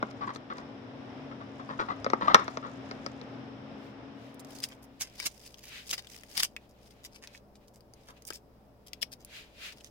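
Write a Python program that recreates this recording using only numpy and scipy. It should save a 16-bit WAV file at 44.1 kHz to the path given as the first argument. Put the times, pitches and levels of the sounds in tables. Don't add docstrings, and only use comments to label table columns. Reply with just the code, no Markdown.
import sys
import numpy as np
from scipy import signal
from scipy.fft import rfft, irfft, next_fast_len
from scipy.io import wavfile
from scipy.ndimage import map_coordinates

SR = 44100
rng = np.random.default_rng(int(sys.argv[2]) if len(sys.argv) > 2 else 0)


def materialize(psi):
    bounded = np.clip(np.atleast_2d(psi).T, -1, 1)
    quanta = np.round(bounded * 32767).astype(np.int16)
    wavfile.write(sys.argv[1], SR, quanta)


N = 436590

# t/s, level/dB
FAN_LEVEL = [(0, -43), (4.0, -43.5), (4.4, -48), (4.7, -52), (5.0, -58.5), (5.2, -65)]
PULP_LEVEL = [(0, -77), (.3, -78), (.7, -99), (1.3, -85), (1.8, -65.5), (2.1, -74), (2.301, -64),
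              (2.55, -65.5), (2.8, -70), (3.2, -73), (3.4, -96)]
# f/Hz, wander/Hz, level/dB re air noise
FAN_TONES = [(128, 9.6, -8.5), (230, 12, -7), (272, 2.5, -3.5), (450, 16, -28)]
MAINS_TONES = [(61.6, 0.4, -5.5), (118, 0.58, -9), (206, 2.4, -11.5), (330, 0.57, -14), (434, 0.46, -14),
               (588, 0.88, -14)]
# f/Hz, density/dB
FAN_SPECTRUM = [(20, -40), (60, -20), (116, -12), (174, -14), (265, -11), (330, -13), (572, -14),
                (800, -17.5), (2000, -27), (3600, -32), (4500, -42), (5400, -35), (6500, -55.5),
                (9000, -59), (15800, -70.5)]
PULP_SPECTRUM = [(1000, -30), (4000, 2.5), (6500, 0.5), (8500, -8), (11500, -15.5), (14000, -23)]
CLICK_SPECTRUM = [(60, -39.5), (300, 0.5), (1200, 0.5), (2000, 0.5), (2700, -9.5), (3900, 6.5), (5600, 5),
                  (7500, -23.5), (11000, -31.5), (16000, -39)]
WOOD_SPECTRUM = [(120, -21.5), (200, -3.5), (285, -4), (415, -8.5), (780, -5), (1170, 3.5), (1500, -7),
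                 (2000, -8.5), (2540, -23.5), (3700, -19.5), (4820, -29), (5600, -34), (8000, -53.5),
                 (14000, -72)]
RUB_SPECTRUM = [(600, -28), (1500, -5.5), (2500, 1), (4300, -5), (6500, -15), (15000, -22)]
KITCHEN_SPECTRUM = [(20, -7), (45, -3), (90, -9.5), (140, -7), (210, -5.5), (290, -11.5), (450, -8),
                    (620, -9.5), (1000, -16.5), (1700, -29.5), (3000, -42.5), (5200, -32.5), (6500, -43),
                    (15800, -35.5)]
ONION_SPECTRUM = [(100, -47), (300, -16.5), (900, -15.5), (1450, -12.5), (2100, -5), (3500, -4.5),
                  (4200, -5.5), (5000, 1), (7000, -6.5), (9000, -4.5), (12000, -8), (15800, -8.5)]
# f/Hz, level/dB, t60/s
BLADE_MODES = [(2950, -5, .008), (3600, -1, .008), (3950, 3, .009), (4450, -1, .007), (5200, 0, .007),
               (5500, -1, .007), (6300, -6, .006)]
SURFACE_MODES = [(680, -9, .018), (850, -4, .018), (940, -8, .025), (1040, -1, .024), (1160, 2, .014),
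                 (1258, -3, .04), (1620, -10, .025), (1900, 4, .014), (2090, 3, .014)]
BOARD_MODES = [(227.8, -3.5, 0.059), (343.3, -8, 0.033), (450, -4.5, 0.049), (535.6, 8.5, 0.01592),
               (638, -2, 0.036)]
TAP_MODES = [(1510, -23, 0.012), (1990, -1.5, 0.0075), (2250, -3.5, 0.018), (2470, -8, 0.021)]
# t/s, level/dB, relative click level/dB, wood cutoff/Hz
KNOCKS = [(0.0265, -12.5, -23.5, 1230), (0.111, -42, -6, 4000), (0.359, -31, -5.5, 4000),
          (0.583, -34.5, -6.5, 4000), (2.044, -25.5, -7, 3990), (2.063, -12.5, -26.5, 1451),
          (2.1, -25, -9, 2970), (2.1327, -6.5, -29, 1450), (2.3444, 3, -11, 3445),
          (2.354, -14.5, -16, 2500), (2.3648, -20.5, -22, 2504), (2.479, -23, -12.5, 2960),
          (2.571, -22.5, -14.5, 3000), (2.911, -26.5, -8, 2980), (3.062, -25, -4, 3000),
          (3.213, -37, -5, 3960), (6.378, -49, -12, 1195), (6.432, -42, -10, 1200),
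          (8.3035, -40.5, -25, 1010), (9.0278, -37, -25, 1420)]
# t/s, length/s, level/dB
SQUELCHES = [(0.104, 0.011, -61), (0.235, 0.048, -72), (0.341, 0.025, -54), (0.533, 0.0073, -56),
             (0.565, 0.046, -64)]
DRAGS = [(0.208, 0.029, -33.5), (0.272, 0.031, -35.5), (0.499, 0.024, -37), (0.553, 0.073, -48.5),
         (1.309, 0.011, -42), (1.402, 0.024, -43.5), (1.595, .015, -40.5), (1.689, 0.048, -39),
         (1.789, 0.031, -28), (1.884, 0.035, -32), (2.209, 0.051, -30), (2.273, 0.0097, -18),
         (2.292, 0.04, -27), (2.376, 0.042, -33), (2.625, 0.056, -40), (8.084, 0.025, -51)]
STROKES = [(6.598, 0.068, -69), (6.947, 0.082, -71.5), (7.264, 0.097, -64), (7.606, 0.05, -72),
           (7.952, 0.069, -72.5), (8.164, 0.021, -64.5), (9.25, 0.11, -71), (9.6, 0.085, -73)]
# t/s, level/dB, f/Hz, left-right/dB
SNAPS = [(4.343, -44, 11100, -2), (4.447, -39, 6640, -1), (4.587, -41, 6000, -2), (4.602, -35, 4980, 2.5),
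         (4.6384, -19, 4820, -0.5), (4.687, -41, 7000, -4.5), (5.0186, -19, 6300, 1.5),
         (5.098, -45, 6030, -1), (5.1998, -23, 5000, 2), (5.2609, -19, 6240, -1), (5.5423, -36, 3040, 3.5),
         (5.893, -31, 5100, -0.5), (5.9106, -18.5, 5430, 4), (5.932, -27, 4000, 3.5),
         (6.07, -35.5, 3600, 6), (6.234, -36, 2900, 3), (6.3704, -24, 6030, 5), (6.3763, -15.5, 4770, 5.5),
         (6.402, -17, 3600, -1.5), (6.4316, -11, 4840, 1), (6.4491, -21, 3800, 2), (6.5636, -30, 2800, 2),
         (6.8677, -57.5, 5000, 5), (7.0486, -30, 4000, -1.5), (7.2727, -34, 4040, 0),
         (7.3485, -42, 3980, -0.5), (7.8062, -50, 5500, 8), (7.936, -40, 5010, 2), (8.221, -44, 7000, 1),
         (8.251, -34, 9000, -2), (8.2721, -32, 10200, -5), (8.2868, -36.5, 7620, 6),
         (8.303, -27.5, 7500, 3.5), (8.325, -42, 4000, 5), (8.333, -32.5, 6740, 2.5),
         (8.3404, -37, 6000, -1), (8.9322, -27.5, 3420, 6.5), (9.0278, -19.5, 3700, 6),
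         (9.2476, -34, 9930, 6), (9.6773, -51, 7140, 3), (9.722, -39, 2710, 1), (9.844, -35.5, 5100, -2.5)]
# t/s, length/s, level/dB, tilt/(dB/oct), left-right/dB
RIPS = [(4.391, 0.013, -48, 1, -3.5), (4.551, 0.021, -52, -0.5, -0.5), (4.625, 0.025, -36.5, 0, 0.5),
        (4.712, .02, -49, -8.5, -2.5), (4.824, 0.027, -58, 4, 1.5), (5.005, 0.026, -33, -1.5, -1),
        (5.034, 0.043, -53.5, -3.5, -1.5), (5.189, 0.074, -42.5, -4, 3), (5.253, 0.018, -28, -1, -1.5),
        (5.448, 0.027, -51, 0, 0.5), (5.494, 0.063, -65, 0, 1.5), (5.568, 0.044, -57, -1, 1),
        (5.624, 0.064, -49, -1, -1), (5.719, 0.067, -72, -3, 3), (5.87, 0.013, -44, 2.5, 1.5),
        (5.895, 0.02, -35.5, 0, 4), (5.925, 0.021, -32, -3, -1), (5.975, 0.022, -40.5, -4.5, 2),
        (6.008, 0.054, -61, -6, 2.5), (6.351, 0.018, -41, -4, 2), (6.368, 0.023, -31, -2.5, 4.5),
        (6.391, .02, -29.5, -1, 3), (6.425, 0.024, -30.5, -1.5, -1.5), (6.687, 0.027, -62, 0.5, 2.5),
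        (6.906, 0.016, -58, -1.5, 5.5), (7.037, 0.025, -44.5, -0.5, 2.5), (7.125, 0.05, -55, -3, 3.5),
        (7.221, 0.033, -50, -5.5, -1.5), (7.324, 0.055, -56.5, -4, -5), (7.546, 0.027, -65, -2, 0.5),
        (7.672, 0.019, -63.5, 1, -4), (7.741, 0.029, -57, 1, 0), (8.074, 0.038, -57.5, -2.5, -1.5),
        (8.265, 0.021, -44, 6, -5), (8.277, 0.021, -50, -2.5, 2), (8.303, 0.0051, -40, -10, 3),
        (8.328, 0.039, -48, 0, 2), (8.866, 0.02, -50.5, 0.5, 4), (9.015, 0.016, -35.5, -0.5, 4.5),
        (9.117, 0.02, -44.5, 0, 3.5), (9.197, 0.035, -62.5, -1, 2.5), (9.72, 0.012, -55, -3.5, 2.5),
        (9.771, 0.017, -56.5, -3, 3), (9.801, 0.013, -56, -3.5, 0.5), (9.849, 0.027, -57.5, -2, -3)]
# start/s, end/s, level/dB
GRIPS = [(4.496, 4.687, -58), (5.157, 5.48, -59), (5.844, 5.96, -55.5), (6.102, 6.161, -52.5),
         (6.298, 6.405, -53), (6.833, 6.883, -64), (8.026, 8.06, -68.5), (9.76, 9.89, -68)]
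# t/s, level/dB
TAPS = [(4.701, -48), (5.199, -29), (5.639, -42), (6.564, -28.5), (7.2728, -47), (7.348, -38), (8.324, -41),
        (9.028, -27.5), (9.722, -47)]
# f/Hz, left-right coherence
COHERENCE = [(40, 0.76), (150, 1), (400, 0.46), (650, 0.96), (1000, 0), (15000, 0)]
# f/Hz, t60/s
BOARD_DECAY = [(150, 0.37), (1000, 0.3), (4000, 0.4), (15000, .13)]
ONION_DECAY = [(150, .2), (1000, 0.11), (4000, 0.11), (15000, 0.083)]
# f/Hz, left gain/dB
BOARD_BALANCE = [(100, 6), (220, -0.5), (400, 0.5), (680, -2), (1000, 2), (1300, 3.5), (2300, -.5),
                 (4400, 3), (5200, 6), (6400, -4), (9000, -1), (15000, 4)]
KITCHEN_BALANCE = [(150, -0.5), (280, 3), (600, 0), (1300, 1), (2000, 0.5), (4400, 1.5), (5100, 5),
                   (6300, -6.5), (9000, -1), (15000, -1)]

TIME_S = np.arange(N) / SR


def amp(db):
    return 10 ** (np.asarray(db) / 20)


def unit(x):
    return x / np.sqrt(np.mean(x ** 2) + 1e-20)


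def along(points, hz):
    f, v = np.transpose(points)
    return np.interp(np.log(hz + 1), np.log(f + 1), v)


def wobble(rate_hz, size=N):
    knots = rng.standard_normal(int(size * rate_hz / SR) + 4)
    return map_coordinates(knots, [np.arange(size) * rate_hz / SR])


def filtered(x, response):
    n = x.shape[-1]
    m = next_fast_len(n + 2048)
    return irfft(rfft(x, m) * response(np.fft.rfftfreq(m, 1 / SR)), m)[..., :n]


def coloured(drive, spectrum, tilt_db_oct=0):
    size = 1024
    hz = np.fft.rfftfreq(size, 1 / SR)
    octaves = np.log2(np.maximum(hz, 1000) / 1000)
    cepstrum = irfft(np.log(amp(along(spectrum, hz) + tilt_db_oct * octaves)))
    cepstrum[1:size // 2] *= 2
    cepstrum[size // 2 + 1:] = 0
    response = irfft(np.exp(rfft(cepstrum)))
    return signal.fftconvolve(drive, response / np.linalg.norm(response))


def add(track, at_s, sound):
    start = max(round(at_s * SR), 0)
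    part = sound[..., :track.shape[-1] - start]
    track[..., start:start + part.shape[-1]] += part


def swells(rows):
    return sum(amp(db) / (1 + (2 * (TIME_S - at_s) / length_s - 1) ** 4) for at_s, length_s, db in rows)


def fractures(size, rate_hz, spread_db, clump_db):
    hits = (rng.random(size) < rate_hz / SR) * rng.choice([-1, 1], size)
    strength_db = spread_db * np.minimum(rng.standard_normal(size), 2)
    return unit(hits * amp(strength_db + clump_db * wobble(250, size)))


def ring(modes, t, scatter_db, attack_s):
    x = sum(amp(db + scatter_db * rng.normal() - 60 * t / t60_s) * np.sin(2 * np.pi * hz * t)
            for hz, db, t60_s in modes)
    x *= 1 - np.exp(-(t / attack_s) ** 2)
    return x / np.abs(x).max()


def burst(t, spectrum, t60_s, tilt_db_oct=0):
    x = coloured(rng.standard_normal(len(t)) * amp(-60 * t / t60_s), spectrum, tilt_db_oct)[:len(t)]
    return x / np.abs(x).max()


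def resonate(x, hz, q, mix_db):
    peak = signal.iirpeak(np.clip(hz, 500, 12000), q, fs=SR)
    y = x + amp(mix_db) * signal.lfilter(*peak, x)
    return y * np.linalg.norm(x) / (np.linalg.norm(y) + 1e-20)


def diffuse(pair):
    angle = lambda hz: np.arccos(np.clip(along(COHERENCE, hz), -1, 1)) / 2
    mid, side = filtered(pair, lambda hz: np.array([np.cos(angle(hz)), np.sin(angle(hz))]))
    return np.array([mid + side, mid - side])


def placed(x, lead_ms, echo_db, echo_t60_s):
    size = 16384
    hz, t = np.fft.rfftfreq(size, 1 / SR), np.arange(SR // 20) / SR
    delay_s = (1 + np.clip(lead_ms, -1, 1) * np.array([[-.5], [.5]])) / 1000
    scatter = rng.standard_normal((2, len(t))) * amp(-60 * t / echo_t60_s) * np.minimum(t / 0.0013, 1)
    echoes = amp(echo_db) * rfft(scatter / np.linalg.norm(scatter[0]), size)
    direct = rfft(x, size) * np.exp(-2j * np.pi * hz * delay_s)
    return irfft(direct * (1 + echoes))[:, :SR // 3]


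def at_onion(x, pan_db, echo_db):
    gains = amp([[pan_db / 2], [-pan_db / 2]])
    return gains * placed(x, lead_ms=0.0644 * pan_db, echo_db=echo_db, echo_t60_s=0.032)


def reverb(pair, decay):
    hz, t, bands = signal.stft(rng.standard_normal((2, SR // 2)), SR, nperseg=256)
    bands *= amp(-60 * t / along(decay, hz)[:, None])
    tail = diffuse(signal.istft(bands, SR, nperseg=256)[1])
    return signal.fftconvolve(pair, tail / np.linalg.norm(tail[0]), axes=1)[:, :N]


def ports(pair, balance):
    return filtered(pair, lambda hz: amp(along(balance, hz) * np.array([[1], [-1]])))


def noise(spectrum):
    return filtered(rng.standard_normal((2, N)), lambda hz: amp(along(spectrum, hz)))


def machine(spectrum, tones):
    out = unit(diffuse(noise(spectrum)))
    for hz, wander_hz, db in tones:
        phase = 2 * np.pi * np.cumsum(hz + wander_hz * wobble(14)) / SR
        out += amp(db) * unit(np.sin(phase) * amp(0.75 * wobble(6.7)))
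    return out


def fan():
    level_db = np.interp(TIME_S, *np.transpose(FAN_LEVEL)) - 4 + wobble(6.4)
    return amp(level_db) * machine(FAN_SPECTRUM, FAN_TONES)


def pulp():
    grains = [coloured(fractures(N, rate_hz=2400, spread_db=0, clump_db=6), PULP_SPECTRUM)[:N]
              for port in range(2)]
    level_db = np.interp(TIME_S, *np.transpose(PULP_LEVEL)) + 2.3 * wobble(25)
    return np.array(grains) * (amp(level_db) + swells(SQUELCHES))


def knocks():
    out, t = np.zeros((2, N)), np.arange(SR // 7) / SR
    bass_cut = signal.butter(2, 150, "high", fs=SR, output="sos")
    for at_s, db, click_db, cutoff_hz in KNOCKS:
        detune = 2 ** (0.08 * rng.normal())
        steel = ring(BLADE_MODES, t * detune, scatter_db=1, attack_s=0.00016)
        click = amp(-1.5) * steel + amp(5.5) * burst(t, CLICK_SPECTRUM, t60_s=0.003)
        surface = ring(SURFACE_MODES, t, scatter_db=0, attack_s=0.0006)
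        crush = amp(-5) * burst(t, WOOD_SPECTRUM, t60_s=0.035)
        wood = signal.lfilter(*signal.butter(2, cutoff_hz, fs=SR), surface + crush)
        damping_db_per_s = 900 * (1000 / cutoff_hz) ** 2
        blow = amp(db - damping_db_per_s * t) * wood + amp(db + click_db) * click
        thud = amp(0.8 * db - 11.5) * ring(BOARD_MODES, t, scatter_db=-0.5, attack_s=0.00059)
        add(blow, 0.0015, thud)
        add(out, at_s, placed(signal.sosfilt(bass_cut, blow), lead_ms=0.31, echo_db=-7, echo_t60_s=0.04))
    tail = filtered(reverb(out, BOARD_DECAY), lambda hz: 1 / np.hypot(1, hz / 3000))
    return out + amp(-17) * tail


def drags():
    out, t = np.zeros((2, N)), np.arange(SR // 6) / SR
    attack_s, release_s = 0.0005, 0.014
    for at_s, length_s, db in DRAGS:
        pressure = (1 - np.exp(-t / attack_s)) * amp(-4 * t / length_s)
        pressure *= np.exp(-np.maximum(t - length_s, 0) / release_s)
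        slips = pressure * fractures(len(t), rate_hz=3500, spread_db=4.5, clump_db=2)
        spot_hz = 1100 * 2 ** (0.12 * rng.normal())
        drag = resonate(coloured(slips, WOOD_SPECTRUM), spot_hz, q=2, mix_db=-14)
        add(out, at_s, amp(db) * placed(drag, lead_ms=0.36, echo_db=-5, echo_t60_s=0.022))
    return out + amp(-14) * reverb(out, BOARD_DECAY)


def rubbing(start_s=3.6):
    slide = unit(noise(RUB_SPECTRUM))
    light_touch = (TIME_S > start_s) * amp(-83 + 12.5 * wobble(6.2))
    return (light_touch + swells(STROKES)) * slide


def mains_hum():
    fade = np.interp(TIME_S, [4.1, 5.1], [0, 1])
    return amp(-61) * fade * machine(KITCHEN_SPECTRUM, MAINS_TONES)


def snap(hz, pan_db):
    t = np.arange(SR // 30) / SR
    crack = burst(t, ONION_SPECTRUM, t60_s=0.0045, tilt_db_oct=3.5 * np.log2(hz / 5500))
    crack = resonate(crack, hz, q=2.5, mix_db=3)
    return amp(2) * at_onion(crack / np.abs(crack).max(), pan_db, echo_db=-6)


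def snaps():
    out = np.zeros((2, N))
    for at_s, db, hz, pan_db in SNAPS:
        add(out, at_s, amp(db) * snap(hz, pan_db))
    return out


def bundle(pull, rate_hz, tilt_db_oct):
    cells = pull * fractures(len(pull), rate_hz, spread_db=4.5, clump_db=3)
    hz = 5000 * 2 ** (0.16 * tilt_db_oct + 0.7 * rng.normal())
    return resonate(coloured(cells, ONION_SPECTRUM, tilt_db_oct), hz, q=7, mix_db=3)


def rips(bundles=4, jolt_hz=175, jolt_t60_s=0.032):
    out, t = np.zeros((2, N)), np.arange(SR // 4) / SR
    jolt = np.sin(2 * np.pi * jolt_hz * t) * amp(-60 * t / jolt_t60_s)
    for at_s, length_s, db, tilt_db_oct, pan_db in RIPS:
        from_peak = 2 * (t - length_s) / length_s
        pull = 1 / (1 + np.abs(from_peak) ** np.where(from_peak < 0, 6.5, 4.2))
        rate_hz = 2200 * amp(0.4 * (db + 30.5))
        rip = sum(bundle(pull, rate_hz / bundles, tilt_db_oct) for _ in range(bundles)) / np.sqrt(bundles)
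        add(out, at_s - length_s / 2, amp(db - 2.5) * at_onion(rip, pan_db, echo_db=-3))
        add(out, at_s + 0.356 * length_s, amp(db - 15) * jolt)
    return out


def handling(rise_db_per_s=398, fall_db_per_s=205, snaps_per_s=24):
    grip, crackle = np.zeros(N), np.zeros((2, N))
    grains = [fractures(N, rate_hz=2700, spread_db=-0.5, clump_db=5) for port in range(2)]
    rustle = np.array([coloured(x, ONION_SPECTRUM, tilt_db_oct=-1.6)[:N] for x in grains])
    for start_s, end_s, db in GRIPS:
        before_s, after_s = np.maximum(start_s - TIME_S, 0), np.maximum(TIME_S - end_s, 0)
        grip += amp(db - rise_db_per_s * before_s - fall_db_per_s * after_s)
        count = int(snaps_per_s * (end_s - start_s))
        for strength, pitch, side in rng.standard_normal((count, 3)):
            tick = snap(hz=4200 * 2 ** (0.12 * pitch), pan_db=2 * side)
            add(crackle, rng.uniform(start_s, end_s), amp(db + 14.5 + 2.5 * strength) * tick)
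    return grip * rustle + crackle


def taps():
    out, t = np.zeros((2, N)), np.arange(SR // 20) / SR
    for at_s, db in TAPS:
        note = ring(TAP_MODES, t, scatter_db=-2.5, attack_s=0.00043)
        add(out, at_s, amp(db) * at_onion(note, pan_db=1, echo_db=-4))
    return out


def scene():
    board = knocks() + drags()
    bed = fan() + mains_hum() + pulp()
    onion = rubbing() + rips() + snaps() + taps() + handling()
    onion += amp(-16.5) * reverb(onion, ONION_DECAY)
    return ports(board, BOARD_BALANCE) + ports(bed + onion, KITCHEN_BALANCE)


def record(dry):
    cutoff_hz = 16000
    return filtered(np.clip(dry, -1, 1), lambda hz: 1 / np.sqrt(1 + (hz / cutoff_hz) ** 200))


dry = scene()
out = record(dry)
materialize(out)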